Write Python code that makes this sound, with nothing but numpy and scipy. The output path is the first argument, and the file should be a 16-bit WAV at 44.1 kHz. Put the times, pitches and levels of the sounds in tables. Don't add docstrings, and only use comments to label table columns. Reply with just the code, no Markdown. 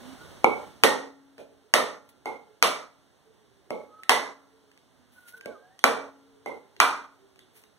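import sys
import numpy as np
from scipy import signal
from scipy.io import wavfile
from scipy.ndimage import uniform_filter1d

SR = 44100
rng = np.random.default_rng(int(sys.argv[2]) if len(sys.argv) > 2 else 0)


def convert_level_to_amplitude(level_db):
    exponent = np.asarray(level_db, float) / 20
    return 10 ** exponent


def unload_wav(signal):
    wavfile.write(
        sys.argv[1],
        SR,
        np.round(np.clip(np.atleast_2d(signal).T, -1, 1) * 32767).astype(np.int16),
    )


N = 343494


def blow(db, hz, crack_db, thump_db, room_db, rise_s):
    # [ratio to the pitch, level/dB, t60/s]
    shell_modes = [(.8, 4.5, 0.0073), (1.0, 0.5, 0.013), (1.22, -4, 0.011), (1.6, -5.5, 0.008)]
    # [f/Hz, level/dB, t60/s]
    blade_modes = [(1436, -14.5, .02), (2315, -9.5, 0.037)]
    # [f/Hz, level/dB, t60/s]
    thump_modes = [(173.5, -5.5, .02), (250, -7, 0.04), (470, -2.5, 0.023), (620, -0.5, 0.02)]
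    # [level/dB, t60/s]
    steel_decays = [(-39.5, 2.4), (-35.5, .8), (-40.5, 0.37), (-39, 0.32), (-39, 0.89), (-40.5, 0.66),
                    (-30.5, 0.7), (-44, .4), (-43, 0.77), (-37, .6), (-44, 0.61), (-43, 1.1), (-46, 0.57),
                    (-49, .25)]
    steel_hz = [276, 441, 478, 573, 603, 733, 845, 991, 1037, 1125, 1304, 1378, 1520, 2205]

    shell = modes(shell_modes, hz) + modes(blade_modes, rng.uniform(0.77, 1.04))
    thump = convert_level_to_amplitude(thump_db) * modes(thump_modes)
    rise = 1 - np.exp(-np.arange(len(shell)) / (rise_s * SR))
    near = rise * (0.88 * shell + 0.51 * thump)
    far = rise * (shell + thump)
    add(near, 0, convert_level_to_amplitude(crack_db + 16) * crack(.0016))
    add(far, 0, convert_level_to_amplitude(crack_db + 7.5) * edge())
    sound = room(far, room_db)
    add(sound, 0, direct(near))

    share_db = rng.uniform(-7, 5.8, len(steel_decays))
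    shaken = [(f, level + share, t60) for f, share, (level, t60) in zip(steel_hz, share_db, steel_decays)]
    steel = modes(shaken, seconds=0.8)
    steel = convert_level_to_amplitude(thump_db + room_db) * steel * signal.windows.tukey(len(steel), .03)
    add(sound, .004, direct(steel))
    return convert_level_to_amplitude(db) * sound


def modes(table, scale=1, seconds=.06):
    return sum((-1) ** k * convert_level_to_amplitude(db) * ring(hz * scale, t60, seconds) for k, (hz, db, t60) in enumerate(table))


def ring(hz, t60, seconds=.12):
    t = np.arange(round(seconds * SR)) / SR
    return convert_level_to_amplitude(-60 * t / t60) * np.sin(2 * np.pi * hz * t)


def crack(decay_s):
    burst = rng.standard_normal(1024) * np.exp(-np.arange(1024) / SR / decay_s)
    return np.convolve(burst / np.linalg.norm(burst), edge())


def edge():
    # [f/Hz, level/dB]
    crack_colour = [(200, -18.5), (800, -12.5), (2000, 10), (4000, -0.5), (7000, -7), (11000, -7),
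                    (14000, -17.5), (15600, -23.5), (16500, -41.5)]
    level_db = read(crack_colour, np.linspace(0, SR / 2, 129))
    taps = signal.minimum_phase(signal.firwin2(255, np.linspace(0, 1, 129), convert_level_to_amplitude(2 * level_db)))
    return taps / np.linalg.norm(taps)


def tick(db, hz):
    snap = 0.45 * ring(hz, .008, seconds=.04)
    add(snap, 0, convert_level_to_amplitude(9.5) * crack(0.0018))
    sound = room(snap, -5.5)
    add(sound, 0, direct(snap))
    return convert_level_to_amplitude(db + 9.5) * sound


def rustle(rows):
    s, db = np.transpose(rows)
    t = np.arange(s[0], s[-1], 1 / SR)
    shape = (2, len(t))
    size = convert_level_to_amplitude(2.3 * rng.exponential(1, shape))
    size = size * (rng.random(shape) < 4000 / SR)
    size = size * rng.choice([-1, 1], shape)
    snaps = evened(signal.oaconvolve(size, np.diff(edge())[None], axes=1)[:, :len(t)])
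    return snaps * convert_level_to_amplitude(np.interp(t, s, db)) * signal.windows.tukey(len(t), .2)


def bird(rows, waver, lift_db):
    s, hz, db = np.transpose(rows)
    t = np.arange(s[0], s[-1], 1 / SR)
    drift = uniform_filter1d(rng.standard_normal((2, len(t))), 600) * 24
    turn = 2 * np.pi * np.cumsum(np.interp(t, s, hz) * (1 + waver * drift[0])) / SR
    level_db = np.interp(t, s, db) + lift_db + 2.6 * drift[1]
    note = np.cos(turn) * convert_level_to_amplitude(level_db) * signal.windows.tukey(len(t), .15)
    sound = room(note, -6.5)
    add(sound, 0, note * np.array([[.7], [1.2]]))
    return sound


def direct(sound):
    return np.array([sound, .8 * np.pad(sound, (6, 0))[:len(sound)]])


def room(sound, room_db):
    # [f/Hz, t60/s]
    room_t60 = [(100, .5), (300, 0.5), (700, 0.45), (1500, 0.47), (3000, 0.35), (6000, 0.43), (12000, 0.27)]
    # [f/Hz, level/dB]
    room_colour = [(100, -17), (400, 3), (1200, -2.5), (3000, 1), (8000, 1.5), (15000, 2.5)]
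    tail = diffuse(SR, lambda hz, t: read(room_colour, hz) - 60 * t / read(room_t60, hz))
    tail *= 1 - np.exp(-np.arange(SR) / (0.0046 * SR))
    return convert_level_to_amplitude(room_db) * signal.fftconvolve(sound[None], tail / np.linalg.norm(tail[0]), axes=1)


def diffuse(length, field_db):
    # [f/Hz, likeness 0-1]
    ports_alike = [(30, 0.42), (250, .95), (600, 0.6), (1200, 0.02), (2400, 0.8), (5000, .05)]
    # [f/Hz, phase/rad]
    port_lead = [(100, 0.75), (600, 0.73), (1200, .3), (1900, -1.5), (3000, 0.56), (8000, -0.096)]
    hz = np.fft.rfftfreq(512, 1 / SR)[:, None]
    t = np.arange(length // 128 + 5) * 128 / SR
    a, b, c, d = rng.standard_normal((len(t), 257, 4)).T
    alike = np.clip(read(ports_alike, hz), 0, 1)
    first = a + 1j * b
    second = alike * first * np.exp(1j * read(port_lead, hz)) + np.sqrt(1 - alike ** 2) * (c + 1j * d)
    z = np.array([first, second]) * convert_level_to_amplitude(field_db(hz, t))
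    return signal.istft(z, nperseg=512, noverlap=384)[1][:, :length]


def air():
    # [f/Hz, level/dB]
    air_colour = [(25, 11.5), (60, 2), (120, -4), (250, -3), (500, -7.5), (1200, -13.5), (2500, -18),
                  (5000, -24), (10000, -29), (15500, -37.5)]
    swell = rng.standard_normal((N // 128 + 5, 257)).T
    swell = evened(uniform_filter1d(uniform_filter1d(swell, 6, 0), 40, 1))
    hum = diffuse(N, lambda hz, t: read(air_colour, hz) + 0.93 * swell * 1500 / (1500 + hz))
    return convert_level_to_amplitude(-57) * evened(hum)


def evened(x):
    return x / np.sqrt(np.mean(x ** 2) + 1e-20)


def read(points, hz):
    f, value = np.transpose(points)
    return np.interp(np.log(hz + 1), np.log(f + 1), value)


def add(mix, s, sound):
    part = mix[..., round(s * SR):][..., :sound.shape[-1]]
    part += sound[..., :part.shape[-1]]


def scene():
    # [t/s, blow level/dB, shell f/Hz, then edge crack, low thump and room level/dB re blow]
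    knocks = [
        (0.4428, -8.5, 820, -21, -5.5, -4),
        (1.3804, -38.5, 620, -3, 3, 7),
        (2.257, -18.5, 820, -15, -6.5, 6),
        (3.705, -19.5, 760, -12, 3.5, 0),
        (5.4581, -27.5, 520, -5.5, 8.5, -3),
        (6.46, -20, 780, -16, -4.5, 4.5),
    ]
    chops = [
        (0.8357, -10.5, 852, 1.5, -2.5, 10),
        (1.7383, -9, 1250, 4.5, -2.5, 4.9),
        (2.6255, -9.5, 1242, 4.5, -7.5, 6.2),
        (4.094, -6.5, 1089, 2, -8.5, 5.3),
        (5.8405, -4.5, 1170, -1.5, -3.5, 1.4),
        (6.8011, -4.5, 1242, -2.5, -15, 5.67),
    ]
    # [t/s, peak level/dB, f/Hz]
    ticks = [(2.0902, -51, 3430), (4.034, -38.5, 1960), (4.715, -51, 2070), (4.7751, -49, 2030),
             (5.3744, -63, 4100), (5.4102, -42.5, 2560), (5.7913, -38.5, 3415), (6.765, -46.5, 3975),
             (7.3592, -52.5, 3320), (7.3911, -44, 3480), (7.5727, -55.5, 1925), (7.6375, -46.5, 1880)]
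    # [t/s, level/dB]
    rustles = [
        [(2.04, -76), (2.046, -75), (2.082, -80), (2.092, -55), (2.16, -97)],
        [(5.1, -65), (5.178, -63.5), (5.252, -68), (5.288, -48), (5.35, -70), (5.38, -54.5), (5.392, -72.5),
         (5.44, -79.5)],
        [(7.5, -83), (7.506, -89), (7.56, -58), (7.572, -54.5), (7.648, -69.5), (7.708, -92), (7.72, -77)],
    ]
    # [t/s, f/Hz, level/dB]
    coos = [
        [(1.47, 437, -71), (1.514, 426, -61), (1.526, 440, -53), (1.56, 448.1, -77)],
        [(1.63, 410.8, -71), (1.666, 426, -50), (1.682, 426, -66), (1.72, 447.9, -81)],
        [(2.46, 444, -76), (2.488, 434, -67), (2.512, 425, -57), (2.522, 430, -59), (2.56, 440, -67)],
        [(3.24, 448, -75), (3.276, 441, -56.5), (3.402, 425, -75), (3.426, 425, -58.5), (3.466, 432, -66),
         (3.5, 420, -64)],
        [(3.85, 448, -81.5), (3.862, 445, -77.5), (3.894, 452, -61.5), (3.962, 449, -84), (4.0, 454, -54)],
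        [(4.42, 427.7, -77), (4.48, 444, -63.5), (4.512, 414, -82), (4.544, 448, -56.5), (4.632, 438, -78.5),
         (4.638, 418, -62.5), (4.814, 431, -70.5), (4.82, 435, -84)],
        [(5.33, 465.0, -70), (5.354, 472, -67), (5.37, 450, -57.5), (5.432, 443, -57.5), (5.45, 430, -66.5)],
        [(6.2, 431.2, -70), (6.3, 465, -65), (6.368, 415, -56), (6.432, 443, -65.5), (6.448, 462, -84),
         (6.45, 460.7, -69)],
        [(7.52, 441, -78.5), (7.58, 438, -62.5), (7.618, 434, -92), (7.63, 441, -61), (7.7, 414, -78)],
        [(3.5, 399, -66), (3.602, 387, -65), (3.636, 400, -81.5), (3.678, 400, -54.5), (3.69, 383, -74.5)],
        [(6.6, 407, -75.5), (6.614, 391, -56.5), (6.624, 388, -67.5), (6.76, 404, -63), (6.79, 380, -49.5)],
        [(7.15, 389.3, -75), (7.206, 388.3, -62.5), (7.256, 393.6, -58), (7.32, 386.6, -73.5),
         (7.366, 384.3, -64), (7.456, 367.4, -70), (7.5, 366, -69.5)],
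    ]
    # [t/s, f/Hz, level/dB]
    low_coos = [
        [(0.0, 213, -59), (0.028, 243, -62.5), (0.13, 270, -57.5), (0.154, 251, -63), (0.16, 250, -67.5)],
        [(4.8, 236.3, -76.5), (4.856, 247, -67), (4.964, 267.7, -68.5), (4.996, 253, -58), (5.058, 243, -62),
         (5.07, 244, -84.5), (5.122, 248, -62), (5.25, 257, -74.5)],
    ]
    # [t/s, f/Hz, level/dB]
    whistles = [
        [(.18, 1415, -65.5), (.23, 1453, -66.5), (.32, 1479, -75)],
        [(3.88, 1272, -68), (3.93, 1260, -49.5), (4.0, 1285, -45.5), (4.04, 1320, -60), (4.09, 1310, -46)],
        [(5.14, 1500, -72), (5.17, 1492, -51.5), (5.22, 1470, -60), (5.27, 1420, -50), (5.32, 1430, -59),
         (5.345, 1495, -42.5), (5.38, 1540, -64), (5.43, 1580, -47), (5.47, 1608, -57), (5.52, 1480, -53.5),
         (5.56, 1225, -53), (5.61, 1195, -71)],
        [(5.36, 1427, -60), (5.39, 1455, -52), (5.42, 1430, -66)],
        [(5.53, 1570, -65), (5.6, 1560, -53.5), (5.68, 1676, -64.5), (5.72, 1580, -77.5)],
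        [(5.62, 717, -55), (5.68, 742, -57), (5.76, 773, -57)],
        [(5.7, 1730, -60.5), (5.75, 1900, -67.5), (5.8, 1850, -66)],
    ]
    mix = air()
    for s, *row in knocks:
        add(mix, s, blow(*row, rise_s=0.00075))
    for s, *row in chops:
        add(mix, s, blow(*row, rise_s=0.00067))
    for s, *row in ticks:
        add(mix, s, tick(*row))
    for rows in rustles:
        add(mix, rows[0][0], rustle(rows))
    for rows in coos + low_coos:
        add(mix, rows[0][0], bird(rows, waver=0.0053, lift_db=2.8))
    for rows in whistles:
        add(mix, rows[0][0], bird(rows, waver=.003, lift_db=-2))
    return mix


def top_cut(x):
    return signal.sosfilt(signal.butter(12, 16780, fs=SR, output="sos"), x)


def record(dry):
    # [t/s, level/dB]
    gain = [(0, 8.5), (.3, 9), (.44, 7.5), (.47, 9), (.83, 4), (.86, -3.97), (7.8, -3.5)]
    bass_cut = signal.butter(2, 110, "high", fs=SR, output="sos")
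    dry = signal.sosfilt(bass_cut, dry) * convert_level_to_amplitude([[-.8], [.8]])

    late = np.pad(dry, ((0, 0), (18, 0)))[::-1, :N]
    bass = signal.oaconvolve(late, signal.firwin(63, 2600, fs=SR)[None], "same")
    sides = dry - .9 * (late - 0.4 * bass)
    band_limit = signal.firwin(255, 15850, window=("kaiser", 6), fs=SR)
    sides = signal.oaconvolve(sides, band_limit[None], "same")
    sides *= convert_level_to_amplitude(np.interp(np.arange(N) / SR, *np.transpose(gain)))

    power_db = 10 * np.log10(abs(uniform_filter1d((sides ** 2).mean(0), 800)) + 1e-12)
    lift_db = 4.1 * np.clip((power_db + 53.5) / 6, 0, 1)
    return top_cut(np.clip(sides * convert_level_to_amplitude(lift_db), -1, 1))


dry = scene()
out = record(dry)
unload_wav(out)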